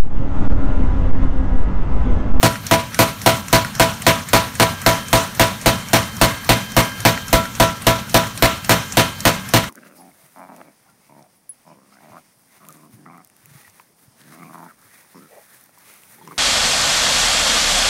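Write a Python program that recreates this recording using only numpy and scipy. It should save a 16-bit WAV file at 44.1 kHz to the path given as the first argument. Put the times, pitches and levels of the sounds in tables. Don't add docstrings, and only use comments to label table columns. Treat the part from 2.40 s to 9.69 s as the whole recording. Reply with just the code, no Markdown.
import sys
import numpy as np
from scipy import signal
from scipy.io import wavfile

SR = 44100
rng = np.random.default_rng(int(sys.argv[2]) if len(sys.argv) > 2 else 0)


def volts_from_db(level):
    exponent = np.asarray(level, float) / 20
    return 10 ** exponent


def wrap_up_sound(samples):
    columns = np.atleast_2d(samples).T
    tamed = np.clip(columns, -1, 1)
    steps = np.round(tamed * 32767).astype(np.int16)
    wavfile.write(sys.argv[1], SR, steps)


N = 321472
CYCLE_S = 0.275
TRAVEL_S = 0.0006


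def rms_one(x):
    return x / np.sqrt(np.mean(x ** 2) + 1e-20)


def at_hz(points, hz):
    table_hz, value = np.array(points).T
    return np.interp(np.log(hz), np.log(table_hz), value)


def drift(rate):
    r = np.exp(-40 * np.pi * rate / SR)
    noise = rng.standard_normal(N // 20 + 4002)
    slow = rms_one(signal.lfilter([1], [1, -2 * r, r * r], noise)[4000:])
    return np.interp(np.arange(N) / 20, np.arange(len(slow)), slow)


def since(times):
    t = np.arange(N) / SR
    k = np.searchsorted(times, t, side="right") - 1
    age = np.where(k < 0, t - times[0] + CYCLE_S, t - times[k])
    return age, np.maximum(k, 0)


def bands(low_hz, count):
    white = rng.standard_normal((2, N))
    edges = low_hz * 2 ** (np.arange(count + 1) / 3)
    for k in range(count):
        sos = signal.butter(2, edges[k:k + 2], "band", fs=SR, output="sos")
        yield np.sqrt(edges[k] * edges[k + 1]), signal.sosfilt(sos, white[k % 2])


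def struck(modes, times, blow_db, scatter_db, lag_s=0):
    at = ((times + TRAVEL_S + lag_s) * SR).astype(int)
    out = np.zeros(N)
    for m, (hz, level_db, t60_s, rise_s) in enumerate(modes):
        w = 2 * np.pi * hz / SR
        clicks = np.full(N, 1e-18)
        force_db = level_db + blow_db + scatter_db * rng.standard_normal(len(at))
        clicks[at] = (-1) ** m * volts_from_db(force_db)
        for sign, decay_s in ((1, t60_s), (-1, rise_s)):
            r = volts_from_db(-60 / (decay_s * SR))
            out += sign * signal.lfilter([0, np.sin(w)], [1, -2 * r * np.cos(w), r * r], clicks)
    return out


# start_s [s], thump_db [dB], anvil_db [dB], bar_db [dB]
BLOWS = [(0.029, -29, -21, -27), (0.3112, -28, -16, -43), (0.5893, -34, -20, -25),
         (0.8609, -28, -17.5, -23), (1.1275, -22, -17.5, -30), (1.3966, -24, -17, -27),
         (1.6654, -28, -18.5, -27), (1.9318, -24, -18.5, -22.5), (2.1978, -33, -18, -22),
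         (2.4622, -21, -17, -21), (2.729, -20, -18, -22), (2.9952, -22, -18.5, -26),
         (3.259, -19, -21.5, -25.5), (3.5316, -32, -22.5, -33), (3.8131, -18, -21, -31),
         (4.091, -21, -22.5, -31), (4.3654, -21.5, -22.5, -41), (4.6504, -29, -21, -25),
         (4.9281, -13.5, -17, -17.5), (5.1984, -21, -16.5, -18), (5.467, -21, -18, -20),
         (5.7424, -24, -18.5, -23), (6.0227, -18, -20, -20), (6.293, -33, -20.5, -28),
         (6.57, -30, -23.5, -25), (6.852, -26, -24, -38), (7.136, -29, -23, -30)]


def blows():
    return np.transpose(BLOWS)


# start_s [s], ram_db [dB], tongs_slack_db [dB], valve_snap_db [dB], linkage_play_db [dB]
SMITH = [
    (0.2, -2.5, -7, -18.5, -26),
    (0.86, -0.4, -9, -21.5, -23),
    (1.9, -0.1, -10, -22, -27),
    (2.35, 0.2, 2.5, -26, -29),
    (2.8, 0.7, -9, -24, -36),
    (3.5, -0.5, -1, -25.5, -44),
    (4.4, -1, 3, -22, -29.5),
    (5.2, -2, -7, -26.5, -31),
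    (6.3, 0.2, 0, -20, -25),
    (7.14, -2.5, -2.5, -20, -33),
]


def smith(times):
    s, *controls = np.transpose(SMITH)
    return [np.interp(times, s, c) for c in controls]


def exhaust():
    age, _ = since(blows()[0])
    opens_s, rise_s = 0.215, 0.01
    return 1 / (1 + np.exp((opens_s - age) / rise_s))


# pitch_hz [Hz], level_db [dB per Hz]
MOTOR = [(22, -17), (60, -7), (85, -7), (110, 8), (135, -6), (180, 1.5), (240, -5), (295, -19.5),
         (335, -18.5), (450, -37)]


def motor():
    rumble = 0
    for hz, noise in bands(low_hz=21.73, count=13):
        rumble = rumble + noise * volts_from_db(at_hz(MOTOR, hz) + 0.53 * drift(14))
    t = np.arange(N) / SR
    hum = volts_from_db(-57.0) * np.sin(2 * np.pi * 113 * t) + volts_from_db(-53.0) * np.sin(2 * np.pi * 220 * t)
    age, _ = since(blows()[0])
    load = volts_from_db(-7.5) + exhaust() + 2.42 * np.exp(-(age / 0.16) ** 3)
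    return (volts_from_db(-36.5) * rms_one(rumble) + hum) * load


# pitch_hz [Hz], level_db [dB per Hz]
AIR = [(250, -40), (400, -12), (650, -9), (800, -12), (1300, -5), (2000, -8.5), (3200, -14), (6000, -11.5),
       (9000, -17), (13500, -17), (16000, -13)]


def air_hiss(hz, opening):
    return volts_from_db(2 * (-20.5 + at_hz(AIR, hz))) * (volts_from_db(-17.5) + opening)


# start_s [s], bright_db [dB], low_db [dB]
KNOCKS = [
    (0.156, -33, -22),
    (1.2474, -28, -18),
    (4.518, -35, -31),
    (4.7755, -36, -22),
    (5.0543, -32, -23),
    (5.869, -29, -25),
    (6.4234, -40, -37),
    (7.2404, -31, -23),
]


def ticks():
    s = blows()[0][1:]
    valve_s = s - 0.0447 - 0.00045 * s
    _, _, snap_db, play_db = smith(valve_s)
    valve = np.transpose([valve_s, snap_db, play_db])
    rows = np.vstack([valve, np.array(KNOCKS) - [0, 0, 4.0]])
    return rows[np.argsort(rows[:, 0])].T


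# pitch_hz [Hz], level_db [dB per Hz]
TICK = [(500, -33), (1800, -7), (3500, -11), (6000, 0.5), (9000, -1.5), (15000, -17)]


def valve_tick(hz, age, k, bright_db, low_db):
    snap_t60_s, tail_t60_s = 0.016, 0.066
    decay = volts_from_db(-120 * age / snap_t60_s) + volts_from_db(-16 - 120 * age / tail_t60_s)
    level_db = low_db + 11 if hz < 3500 else bright_db
    return volts_from_db(2 * (6 + at_hz(TICK, hz) + level_db))[k] * decay


# pitch_hz [Hz], level_db [dB], t60_s [s], rise_s [s]
PLATE = [(1420, 3, .03, .003), (1900, 1, .02, .003), (4170, -8, .02, .002), (5410, -7, .025, .002)]


def plate():
    s, _, low_db = np.transpose(KNOCKS)
    return struck(PLATE, s, low_db, 1, -TRAVEL_S)


# pitch_hz [Hz], level_db [dB per Hz]
ECHO = [(200, -16.5), (380, -20), (780, -20.5), (1100, -14), (1800, -18), (2800, -20), (4200, -23.5),
        (6000, -27), (9000, -31.5), (13100, -37.5), (16000, -35)]
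# pitch_hz [Hz], t60_s [s]
SHOP_T60 = [(100, 0.46), (500, 0.45), (2000, 0.41), (6000, 0.5), (14000, 0.59)]


def shop_echo(hz, age, lumps):
    decay = volts_from_db(-120 * age / at_hz(SHOP_T60, hz)) * (1 - np.exp(-age / 0.031))
    return volts_from_db(2 * (13 + at_hz(ECHO, hz))) * decay * volts_from_db(1.75 * lumps + 3.1 * drift(30))


TONGS_HZ = [1302, 1598, 1642, 1696, 2102, 2133, 2480, 2972, 3127, 3895, 4420, 4980, 6008, 7434]
# level_db [dB], t60_s [s]
TONGS = [(-43, 2.2), (-35.5, 1.9), (-46, 4.6), (-41, 1.2), (-31.5, 0.76), (-29.5, 0.45), (-39, 0.88),
         (-53, 1), (-34.5, 1.5), (-38, 0.74), (-45, 2), (-43, 1.5), (-37, 0.65), (-32, 0.36)]


def tongs():
    s = blows()[0] + TRAVEL_S
    age, k = since(s)
    slack_db = smith(s)[1]
    out = np.zeros(N)
    for hz, (level_db, t60_s) in zip(TONGS_HZ, TONGS):
        blow_db = level_db + slack_db + 2.5 * rng.standard_normal(len(s))
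        out += volts_from_db(blow_db[k] - 60 * age / t60_s) * np.sin(2 * np.pi * hz * age)
    return out * (1 - volts_from_db(-60 * age / 0.02))


# pitch_hz [Hz], level_db [dB per Hz]
CHATTER = [(200, -37), (400, -11.5), (800, -9), (1300, -13), (2200, -12), (3300, -19), (4200, -13.5),
           (6000, -21.5), (9000, -22.5), (13400, -30.5), (16000, -12)]


def die_chatter(hz, age, rattle):
    contact = np.exp(-(age / 0.035) ** 3.3)
    return volts_from_db(2 * (12.5 + at_hz(CHATTER, hz))) * contact * volts_from_db(2.2 * rattle)


# pitch_hz [Hz], level_db [dB per Hz]
CRACK = [(300, -22), (1000, -54), (3000, -12), (8000, -14), (15000, -12.5)]


def die_crack(hz, age):
    t60_s = 0.047
    return volts_from_db(2 * (5.0 + at_hz(CRACK, hz))) * volts_from_db(-120 * age / t60_s) * (hz > 300)


# pitch_hz [Hz], share [0-1]
REPEAT = [(300, .95), (600, .75), (2000, .45), (5000, .25), (10000, .1)]


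def clatter():
    s = blows()[0]
    force_db = smith(s)[0]
    tick_s, bright_db, low_db = ticks()
    age, k = since(s + TRAVEL_S)
    tick_age, j = since(tick_s + TRAVEL_S)
    rattle, lumps, opening = drift(120), drift(24), exhaust()
    out = 0
    for hz, noise in bands(low_hz=196.9, count=19):
        colour_db = 0.8 * rng.standard_normal(len(s))
        force = volts_from_db(2 * (force_db + colour_db))[k]
        power = force * (die_crack(hz, age) + die_chatter(hz, age, rattle) + shop_echo(hz, age, lumps))
        alike = at_hz(REPEAT, hz)
        repeated = noise[::-1][(age * SR).astype(int)]
        answer = alike * repeated + np.sqrt(1 - alike ** 2) * noise
        puff = valve_tick(hz, tick_age, j, bright_db, low_db) + air_hiss(hz, opening)
        flutter = volts_from_db(2.7 * drift(16.5))
        out = out + answer * np.sqrt(power) + np.roll(noise, N // 3) * np.sqrt(puff) * flutter
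    return out


def air_thump():
    s, thump_db, _, _ = blows()
    age, k = since(s)
    late = age - 0.0209
    heave = np.exp(-(late / 0.015) ** 2) * np.sin(2 * np.pi * 48.6 * late)
    return volts_from_db(9 + thump_db)[k] * heave * (1 - np.exp(-(age / 0.008) ** 2))


# pitch_hz [Hz], level_db [dB], t60_s [s], rise_s
# [s]
BASE_AND_FRAME = [(115, -1.5, .15, .05), (237, -8, .15, .02),
                  (72.5, -19.5, 0.3, 0.099), (169, -9.5, 0.24, 0.057), (169, -20.5, 0.45, 0.3),
         (287.4, -10.5, 0.15, 0.021), (332.2, -8.5, 0.13, 0.029), (381, -30.5, 0.12, 0.025),
         (451.8, -17.5, 0.21, 0.064), (524, -11.5, 0.16, 0.03), (576, -27.5, 0.43, 0.15)]


def frame():
    return struck(BASE_AND_FRAME, blows()[0], 0, 0.7, lag_s=0.003)


# pitch_hz [Hz], level_db [dB], t60_s [s], rise_s [s]
ANVIL = [(660.7, 15, 0.21, 0.048), (982.2, 9, 0.31, 0.03)]
# pitch_hz [Hz], level_db [dB], t60_s [s], rise_s [s]
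BAR = [(1345, 5.5, .4, .04)]


def anvil_and_bar():
    s, _, anvil_db, bar_db = blows()
    return struck(ANVIL, s, anvil_db, 0.7) + struck(BAR, s, bar_db, 0)


# pitch_hz [Hz], level_db [dB], t60_s [s], rise_s [s]
RAM = [(1100, -20, .1, .02), (1480, -17, .1, .02), (1970, -18, .1, .01), (2360, -19, .07, .01),
       (3070, -27, .1, .01), (3534, -32, .3, .02), (4100, -26, .07, .01), (4300, -27, .07, .01)]


def ram():
    return struck(RAM, blows()[0], 0, 3)


def scene():
    background = motor() + plate() + tongs()
    hammer = clatter() + air_thump() + frame() + anvil_and_bar() + ram()
    return (background + hammer)[None]


# pitch_hz [Hz], width_hz [Hz], dip_db [dB]
NARROW_DIPS = [(4836, 460, -7.5), (7690, 560, -4.5), (10390, 460, -8), (15300, 580, -4)]


def housing(x):
    for hz, width_hz, dip_db in NARROW_DIPS:
        b, a = signal.iirpeak(hz, hz / width_hz, fs=SR)
        x = x - (1 - volts_from_db(dip_db)) * signal.lfilter(b, a, x)
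    return x


def limiter(x):
    ramp_db = 160 * np.arange(N) / SR
    over_db = np.maximum(20 * np.log10(abs(x) + 1e-9), 0)
    held_db = np.maximum.accumulate(over_db + ramp_db) - ramp_db
    gain_db = -signal.lfilter([0.08], [1, -0.92], held_db)
    return np.clip(x * volts_from_db(gain_db), -0.88, 0.88)


def roll_off(x):
    return signal.sosfilt(signal.butter(12, 16800, fs=SR, output="sos"), x)


def record(dry):
    x = limiter(housing(dry[0]))
    top_cut = signal.cheby2(18, 60, 16050, fs=SR, output="sos")
    x = signal.sosfilt(top_cut, x)
    return roll_off(x[None])


dry = scene()
out = record(dry)
wrap_up_sound(out)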